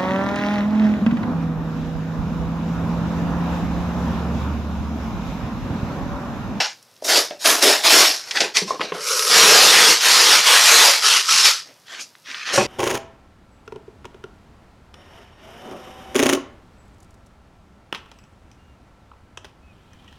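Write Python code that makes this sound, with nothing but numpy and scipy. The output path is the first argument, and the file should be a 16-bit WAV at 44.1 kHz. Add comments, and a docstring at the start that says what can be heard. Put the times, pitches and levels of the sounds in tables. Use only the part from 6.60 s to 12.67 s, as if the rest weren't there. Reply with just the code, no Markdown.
"""A paper shipping sleeve is torn open by hand at a desk, close to one microphone in a small room:
four short rips, then one long tear in several pulls, all made of fibre snaps ringing through the sheet.
Between them the grip changes with rustle, crinkles (dying runs of snaps) and hollow pops (swelling tones).
At the end the loose strip slides away and the sleeve bumps down: a crumple, a slap and decaying desk modes.
Faint paper ticks and shaped room noise lie beneath; decaying random echoes make the room."""
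import sys
import numpy as np
from scipy import signal
from scipy.fft import rfft, irfft
from scipy.io import wavfile
from scipy.ndimage import uniform_filter1d, minimum_filter1d

SR = 44100
rng = np.random.default_rng(int(sys.argv[2]) if len(sys.argv) > 2 else 0)


def transcribe(signal):
    """Save signal, clipped to [-1, 1], as a 16-bit WAV file at the path in sys.argv[1]."""
    frames = np.atleast_2d(signal).T
    limited = np.clip(frames, -1, 1)
    pcm = np.round(limited * 32767).astype(np.int16)
    wavfile.write(sys.argv[1], SR, pcm)


N = 267510
TIME = np.arange(N) / SR


def amp(db):
    """Decibels to gain."""
    return 10 ** (np.asarray(db) / 20)


def unit(x):
    """Scales to rms 1."""
    return x / np.sqrt(np.mean(x ** 2) + 1e-20)


def read(points, hz):
    """Reads a table on a log-frequency axis."""
    f, value = np.transpose(points)
    return np.interp(np.log(hz + 1), np.log(f + 1), value)


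def add(mix, s, sound):
    """Mixes a sound in at a given second."""
    part = mix[max(round(s * SR), 0):][:len(sound)]
    part += sound[:len(part)]


def low_cut(x, hz, order=2):
    """Thins out the deep bass below a given frequency."""
    return signal.sosfilt(signal.butter(order, hz, "highpass", fs=SR, output="sos"), x)


def ring(colour, lo_hz, hi_hz, size=2048, order=8):
    """Response of energy 1: the causal ring of a colour, cut to one band with smooth edges."""
    hz = abs(np.fft.fftfreq(size, 1 / SR)) + 1
    log_gain = np.log(amp(read(colour, hz)))
    causal = np.exp(np.conj(signal.hilbert(log_gain)))  # minimum phase
    band = 1 / ((1 + (lo_hz / hz) ** order) * (1 + (hz / hi_hz) ** order))
    # a short lead leaves room for the band's pre-ring
    response = np.roll(np.fft.ifft(causal * band).real, size // 32)[:size // 2]
    response *= signal.windows.tukey(size // 2, 1 / 16)
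    return response / np.linalg.norm(response)


def wander(length, seconds):
    """Smooth chance of rms 1 that changes over the given time."""
    width = max(int(seconds * SR), 2)
    return unit(uniform_filter1d(rng.standard_normal(length), width, mode="wrap"))


def snaps(length, per_s, spread_db):
    """Fibres break at random moments, most of them weakly and a few hard."""
    breaks = rng.random(length) < per_s / SR
    strength = amp(spread_db * np.minimum(rng.exponential(1, length), 4))
    polarity = rng.choice([-1, 1], length)
    return unit(breaks * strength * polarity / np.sqrt(per_s))


def crunch(decay_s):
    """A dense run of nearly equal snaps that dies away."""
    t = TIME[:SR // 10]
    return snaps(len(t), 16000, 1.5) * np.exp(-t / max(decay_s, 1e-4))


# Every stroke gathers force, holds it and lets go.
ATTACK_CURVE, RELEASE_CURVE = 1.04, 1.18  # powers of time: above 1, force builds late and eases off gently


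def force(attack, hold, release):
    """Force of one stroke in dB below its top; the release is the time to fall by 20 dB."""
    attack, hold, release = np.maximum([attack, hold, release], 1e-3)
    t = np.arange(0, attack + hold + 3 * release, 1 / SR)
    rise = np.clip(t / attack, 1e-3, 1) ** ATTACK_CURVE
    fall = (np.maximum(t - attack - hold, 0) / release) ** RELEASE_CURVE
    return 20 * (np.log10(rise) - fall)


UNEVEN_DB, UNEVEN_S = 0.4, 0.04  # the force is never quite even
# dB of change for each dB of force: the edge rasps on when the rest has died
FLAP_FOLLOW, RASP_FOLLOW, FIZZ_FOLLOW = 1.47, 0.86, 1.05


def stroke(row, colour, snaps_per_s, spread_db, clump_db, clump_s):
    """Clumps of breaking fibres shake the sheet, denser when the force is high."""
    s, attack, hold, release, level_db, flap_db, rasp_db, fizz_db = row
    force_db = force(attack, hold, release)
    length = len(force_db)
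    # the paper catches and lets go
    clumps = amp(clump_db * wander(length, clump_s) + UNEVEN_DB * wander(length, UNEVEN_S))
    breaks = snaps(length, snaps_per_s * amp(.5 * force_db), spread_db)
    fibres = unit(breaks * clumps) * amp(level_db)
    parts = [
        (flap_db, FLAP_FOLLOW, 30, 800),  # the whole panel flaps low
        (0, 1, 800, 3800),  # the paper nearby crackles
        (rasp_db, RASP_FOLLOW, 3800, 7000),  # the edge rasps
        (fizz_db, FIZZ_FOLLOW, 7000, 17000),  # single fibres fizz
    ]
    out = np.zeros(N)
    for part_db, follow, lo_hz, hi_hz in parts:
        driven = fibres * amp(part_db + follow * force_db)
        add(out, s, signal.fftconvolve(driven, ring(colour, lo_hz, hi_hz)))
    return out


def flex(x, patchy_db, size=512):
    """The bending sheet keeps shifting its resonances: patches of colour come and go."""
    z = signal.stft(x, nperseg=size)[2]
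    patches = uniform_filter1d(rng.standard_normal(z.shape), size=4, axis=0)
    patches = unit(uniform_filter1d(patches, size=12, axis=1))
    return signal.istft(z * unit(amp(patchy_db * patches)), nperseg=size)[1][:N]


# colour of the steady room noise: f/Hz, relative level per Hz/dB
FLOOR = [(15, -34), (25, -39), (116, 2.5), (389, -2.5), (482, 0.5), (871, -3.5), (970, -0.5), (1110, -2.5),
         (2490, -8), (5280, -4.5), (7300, -13), (11500, -12.5), (15500, -20)]
FLOOR_DB = -55.5  # rms


def room_noise():
    """Faint steady rumble and hiss: random noise shaped by its colour."""
    shape = amp(read(FLOOR, np.fft.rfftfreq(N, 1 / SR)))
    return amp(FLOOR_DB) * unit(irfft(rfft(rng.standard_normal(N)) * shape, N))


# ring of the room: f/Hz, t60/s
ROOM = [(150, 0.34), (500, 0.28), (1400, 0.18), (5000, 0.25), (12000, 0.14)]


def tail(size=256):
    """Dense reflections from desk and walls, each band dying at its own speed."""
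    t = TIME[:SR // 2]
    taps = rng.standard_normal(len(t)) * (rng.random(len(t)) < 3000 / SR) * (t > .003)
    hz, at, z = signal.stft(taps, SR, nperseg=size)
    decay = amp(-60 * at / read(ROOM, hz)[:, None])
    response = signal.istft(z * decay, SR, nperseg=size)[1]
    return response / np.linalg.norm(response)


def room(x, count=8):
    """As the hands move, one pattern of reflections hands over to the next."""
    place = TIME / TIME[-1] * (count - 1)
    shares = (np.sqrt(np.maximum(1 - abs(place - k), 0)) for k in range(count))
    return sum(signal.fftconvolve(x * share, tail())[:N] for share in shares)


TICKS_PER_S, TICKS_DB = 28, -66.5  # mean rate, dry level


def ticks():
    """Small creases settle at random moments: sparse, bright snaps."""
    creases = snaps(N, TICKS_PER_S, 1.8)
    return amp(TICKS_DB) * signal.fftconvolve(creases, ring(RIP_COLOUR, 4500, 15000))[:N]


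# modes of the desk under the landing sleeve: f/Hz, relative level/dB, t60/s
DESK_MODES = [(143, -5.5, 0.066), (206, -11, 0.13), (370, -5, .1), (480, -17, .04), (567, 6, 0.044),
              (766, -6, 0.073), (920, 1.5, 0.037), (1113, -3, 0.069), (1460, -18, .08)]
# the landing and its bounce: t/s, relative level of the desk's ring/dB, relative level of the slap/dB
LANDINGS = [(5.978, -6.5, -6.5), (6.0108, -33, -14)]


def landing():
    """A papery slap, and the dull ring of the package on the desk, which takes a moment to build."""
    out, t = np.zeros(N), TIME[:SR // 4]
    body = sum(amp(db - 60 * t / t60) * np.sin(2 * np.pi * hz * t) for hz, db, t60 in DESK_MODES)
    body *= 1 - np.exp(-t / 0.0024)
    for s, body_db, slap_db in LANDINGS:
        add(out, s, amp(body_db) * body)
        slap = signal.fftconvolve(crunch(decay_s=0.0016), ring(RIP_COLOUR, 250, 2200))
        add(out, s - .002, amp(slap_db) * slap)
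    return out


# panels of the sleeve that buckle with a hollow pop: t/s, level/dB, f/Hz, swell time to the peak/s
POPS = [(0.4237, -21.5, 593, 0.0013), (0.709, -21.5, 620, 0.0014), (1.762, -22, 1620, 0.003),
        (1.779, -26, 810, 0.0058), (2.018, -21, 410, 0.0025), (2.021, -26, 195, 0.0059),
        (2.077, -30, 1043, 0.0055), (2.106, -11.5, 1080, 0.0024), (2.106, -17, 550, 0.0014),
        (2.195, -20, 1080, 0.0015), (2.197, -25.5, 260, 0.0021), (2.208, -17.5, 480, 0.0012),
        (2.320, -17, 450, 0.0019), (2.322, -21, 1050, .0015), (2.324, -37, 174, 0.0073),
        (4.281, -15, 557, 0.0032), (4.442, -17, 1284, 0.0037), (4.684, -17.5, 1300, 0.0054)]


def pops():
    """A panel flips over and swings for a few cycles: a sine that swells and dies."""
    out, t = np.zeros(N), TIME[:SR // 10]
    for s, db, hz, swell in POPS:
        u = t / max(swell, 1e-4)
        envelope = (u * np.exp(1 - u)) ** 1.1
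        add(out, s, amp(db) * envelope * np.sin(2 * np.pi * hz * t))
    return out


# creases that snap and sudden slips of the tear: t/s, relative level/dB, upper edge f/Hz, decay to 1/e/s
CRINKLES = [(0.227, -44, 20000, 0.0033), (0.3642, -48, 9000, 0.0033), (0.4475, -27, 12100, 0.0056),
            (0.558, -14.5, 9000, 0.022), (0.709, -27, 5000, 0.0023), (0.858, -6.5, 10000, 0.0054),
            (0.902, -12, 9100, .005), (1.025, -11, 19100, .014), (1.207, -28, 10000, 0.003),
            (1.7097, -16, 7570, 0.0057), (1.771, -12, 5970, 0.0072), (1.805, -10.5, 9200, 0.014),
            (1.969, -5.5, 10400, 0.0045), (2.105, -27, 1500, .002), (2.195, -26, 3080, .002),
            (2.208, -22, 3320, 0.0024), (2.213, -16, 3700, 0.0062), (2.321, -24.5, 3200, 0.0054),
            (2.487, -13, 12000, .0012), (2.569, -26, 14000, 0.0011), (2.594, -10.5, 13000, 0.0018),
            (3.406, -21, 9000, .003), (4.527, -18, 6050, 0.013), (4.563, 0, 7900, 0.00056),
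            (4.693, -14.5, 7000, 0.0043), (4.716, -19, 8000, 0.0051), (4.785, -13, 8000, 0.0042),
            (4.811, -15, 9100, 0.0049), (4.855, -8, 9300, 0.0087), (5.2825, -37.5, 6000, 0.0036),
            (5.3758, -38, 5000, .002), (5.553, -32.5, 4250, 0.00092), (5.714, -24, 5500, 0.0031),
            (5.7452, -23.5, 4370, 0.0042), (5.889, -22, 4000, 0.0027)]


def crinkles():
    """The paper gives way in a quickly dying run of snaps."""
    out = np.zeros(N)
    for s, db, edge_hz, decay in CRINKLES:
        burst = signal.fftconvolve(crunch(decay), ring(TEAR_COLOUR, 0.21 * edge_hz, edge_hz))
        add(out, s - .0014, amp(db) * burst)  # early by the lead of the ring
    return out


# colour of handled paper, then of sliding and crumpling paper: f/Hz, relative level per Hz/dB
HANDLING_COLOUR = [(60, -35), (200, -8.5), (430, 2), (620, 1.5), (850, 2), (1200, -4.5), (1600, 2),
                   (1950, 0.5), (3100, -2.5), (3600, -3), (5400, 0.5), (7800, -6.5), (11700, -7),
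                   (15500, -30)]
SOFT_COLOUR = [(60, -42), (250, -19.5), (420, -14.5), (800, -12.5), (1250, -4.5), (1550, -0.5), (2300, -1),
               (2850, 0), (4000, -3.5), (5700, -0.5), (8000, -15), (11500, -21.5), (15500, -44)]
# changes of grip: t/s, attack/s, hold/s, release/s,
# crackle drive level/dB, then relative to it flap level/dB, rasp level/dB, fizz level/dB
GRIPS = [ (0.0, 0.00076, 0.005, 0.096, -21, -15, -1.5, -22), (0.415, .006, 0.013, .06, -53, 12, 6, 0),
         (0.701, 0.0056, .012, .06, -42, 5, -4, -27), (0.786, 0.07, .015, .03, -34.5, -12, 6, 0),
         (1.599, 0.13, 0.1, .08, -37, -9, -1, -10), (1.74, .025, .005, 0.046, -22, -15, -6, -20),
         (1.788, .02, 0.0073, 0.094, -22, -4, -8.5, -17), (1.937, 0.03, .003, 0.081, -21.5, -14, 1, -12),
         (2.06, 0.015, 0.013, 0.1, -39, -4, 5, -11), (2.105, .004, .006, 0.11, -41.5, 9.5, -14, -22),
         (2.192, 0.021, 0.0042, 0.12, -28.5, -1.5, -8, -23), (2.317, .004, 0.0095, .09, -38, 6, -11, -21), ]
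# paper sliding over paper; the last row is the sleeve crumpling as it lands: the same columns
SLIDES_AND_CRUMPLE = [ (5.031, 0.036, 0.032, .12, -53, -2, -16, -16),
                      (5.247, 0.097, .055, 0.049, -37, -12.5, -8.5, -16),
                      (5.392, 0.016, 0.011, 0.046, -46.5, -6, 8, 5),
                      (5.637, 0.056, 0.2, .1, -35.5, -23.5, -8.5, -21),
                      (5.848, 0.028, 0.047, .05, -26.5, -15.5, -8.5, -22),
                      (5.921, 0.019, 0.021, .11, -23, -3.5, 0, -3),
                      (5.977, .004, 0.011, 0.13, -27.5, 7.5, -15, -20), ]


def rustling():
    """Fingers shift their grip, paper slides over paper, the landing sleeve crumples: dense soft snaps."""
    grips = sum(stroke(row, HANDLING_COLOUR, snaps_per_s=14000, spread_db=2.0, clump_db=1.8, clump_s=0.02)
                for row in GRIPS)
    slides_and_crumple = sum(
        stroke(row, SOFT_COLOUR, snaps_per_s=18000, spread_db=1.0, clump_db=1.4, clump_s=0.0055)
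        for row in SLIDES_AND_CRUMPLE)
    return flex(grips + slides_and_crumple, patchy_db=3.0)


# colour of the sleeve when taut, in full tear and near the end: f/Hz, relative level per Hz/dB
TAUT_COLOUR = [(100, -38), (270, -22), (410, 7), (580, 12.5), (670, -18.5), (890, -2.5), (1100, 5.5),
               (1320, 11), (1700, 0.5), (3200, 0.5), (5800, 9.5), (7800, -4), (11500, -5.5), (15500, -25)]
TEAR_COLOUR = [(60, -62), (105, -39), (160, -8), (270, -8.5), (440, 6), (670, 1.5), (790, 0.5), (1400, 0),
               (2400, 0), (5600, -1.5), (8300, -11), (11000, -12), (13500, -18), (15500, -30)]
LAST_COLOUR = [(70, -43), (160, -20), (280, -28.5), (400, -11), (690, -15.5), (1080, -4), (1330, 0.5),
               (1650, -5), (3100, 0), (5400, 5.5), (8200, -5), (11500, -8), (13500, -19), (15500, -29)]


def pull(row, state):
    """One pull of the long tear: taut and hollow at first, broad at full speed, thinner near its end."""
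    if state == "taut":
        return stroke(row, TAUT_COLOUR, snaps_per_s=12000, spread_db=2.0, clump_db=2.1, clump_s=0.0045)
    if state == "thin":
        return stroke(row, LAST_COLOUR, snaps_per_s=10000, spread_db=2.0, clump_db=1.5, clump_s=0.0053)
    broad = stroke(row, TEAR_COLOUR, snaps_per_s=7500, spread_db=1.94, clump_db=0.5, clump_s=0.0077)
    # once the sleeve gapes open it loses its deep body
    return low_cut(broad, hz=208) if state == "gaping" else broad


# colour of the paper in the short rips: f/Hz, relative level per Hz/dB
RIP_COLOUR = [(90, -69), (135, -34), (220, -10), (440, 2.5), (520, 1), (630, 5.5), (920, 0.5), (1600, 3),
              (2600, 0.5), (5300, 4.5), (8800, -7), (11000, -5), (13500, -11.5), (15500, -21)]
# strokes of the short rips: t/s, attack/s, hold/s, release/s,
# crackle drive level/dB, then relative to it flap level/dB, rasp level/dB, fizz level/dB
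RIPS = [ (0.436, .012, 0.018, .06, -35.5, 6, 6.5, 5.5), (0.468, .024, 0.084, 0.092, -20, -4.5, 0, -4.5),
        (0.836, 0.021, 0.028, 0.18, -18.5, -5, -4.5, -2),
        (1.007, 0.025, 0.054, 0.14, -15.5, -2.5, -1.5, -5.5),
        (1.226, 0.031, 0.065, 0.067, -16.5, -11.5, -4.5, -6.5),
        (1.3, 0.026, 0.084, 0.15, -14, -7.5, 0.5, -5.5), ]
# pulls of the long tear: the same columns, then the state of the sleeve
PULLS = [ (2.328, 0.018, 0.031, 0.19, -35, -3, -11, -11, "taut"),
         (2.389, 0.13, .19, 0.15, -26.5, -6.5, 0.5, -0.5, "taut"),
         (2.658, 0.13, 0.19, .14, -13, -10, 0.5, -6, "deep"),
         (2.96, 0.066, 0.28, .12, -15, -11, 0.5, -6.5, "deep"),
         (3.39, 0.067, 0.29, 0.16, -15.5, -14.5, 0, -7, "gaping"),
         (3.824, 0.056, .08, 0.2, -15, -18.5, -1, -6, "gaping"),
         (3.979, 0.097, 0.18, 0.17, -13.5, -15, 0.5, -5, "gaping"),
         (4.411, 0.043, .1, 0.14, -17, -21, -2, -7, "thin"),
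         (4.65, 0.062, 0.11, 0.12, -19.5, -21, 1.5, -6.5, "thin"),
         (4.832, 0.016, .015, .11, -15, -19.5, -1.5, -7, "thin"), ]


def tearing():
    """Short rips, then the long tear: hard strokes that break fibre after fibre."""
    rips = sum(stroke(row, RIP_COLOUR, snaps_per_s=8000, spread_db=1.5, clump_db=0.9, clump_s=0.0034)
               for row in RIPS)
    long_tear = sum(pull(row, state) for *row, state in PULLS)
    return flex(rips + long_tear, patchy_db=2.1)


def scene():
    """All the sounds reach one microphone, heard alike in both ears."""
    paper = tearing() + rustling() + crinkles() + ticks()
    knocks = low_cut(pops() + landing(), hz=90)
    reflections = room(amp(-11.5) * paper + amp(-7) * knocks)
    mono = paper + knocks + reflections + room_noise()
    return np.array([mono, mono])


EDGE_HZ = 15750  # upper limit of the sound


def record(dry, size=65):
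    """A fast limiter holds the loudest peaks down; then the band limit."""
    needed = np.minimum(.96 / (abs(dry[0]) + 1e-9), 1)
    gain = uniform_filter1d(minimum_filter1d(needed, size), size)
    low_pass = signal.firwin(511, EDGE_HZ, window=("kaiser", 9), fs=SR)
    return signal.oaconvolve(dry * gain, low_pass[None], "same", axes=1)


dry = scene()
out = record(dry)
transcribe(out)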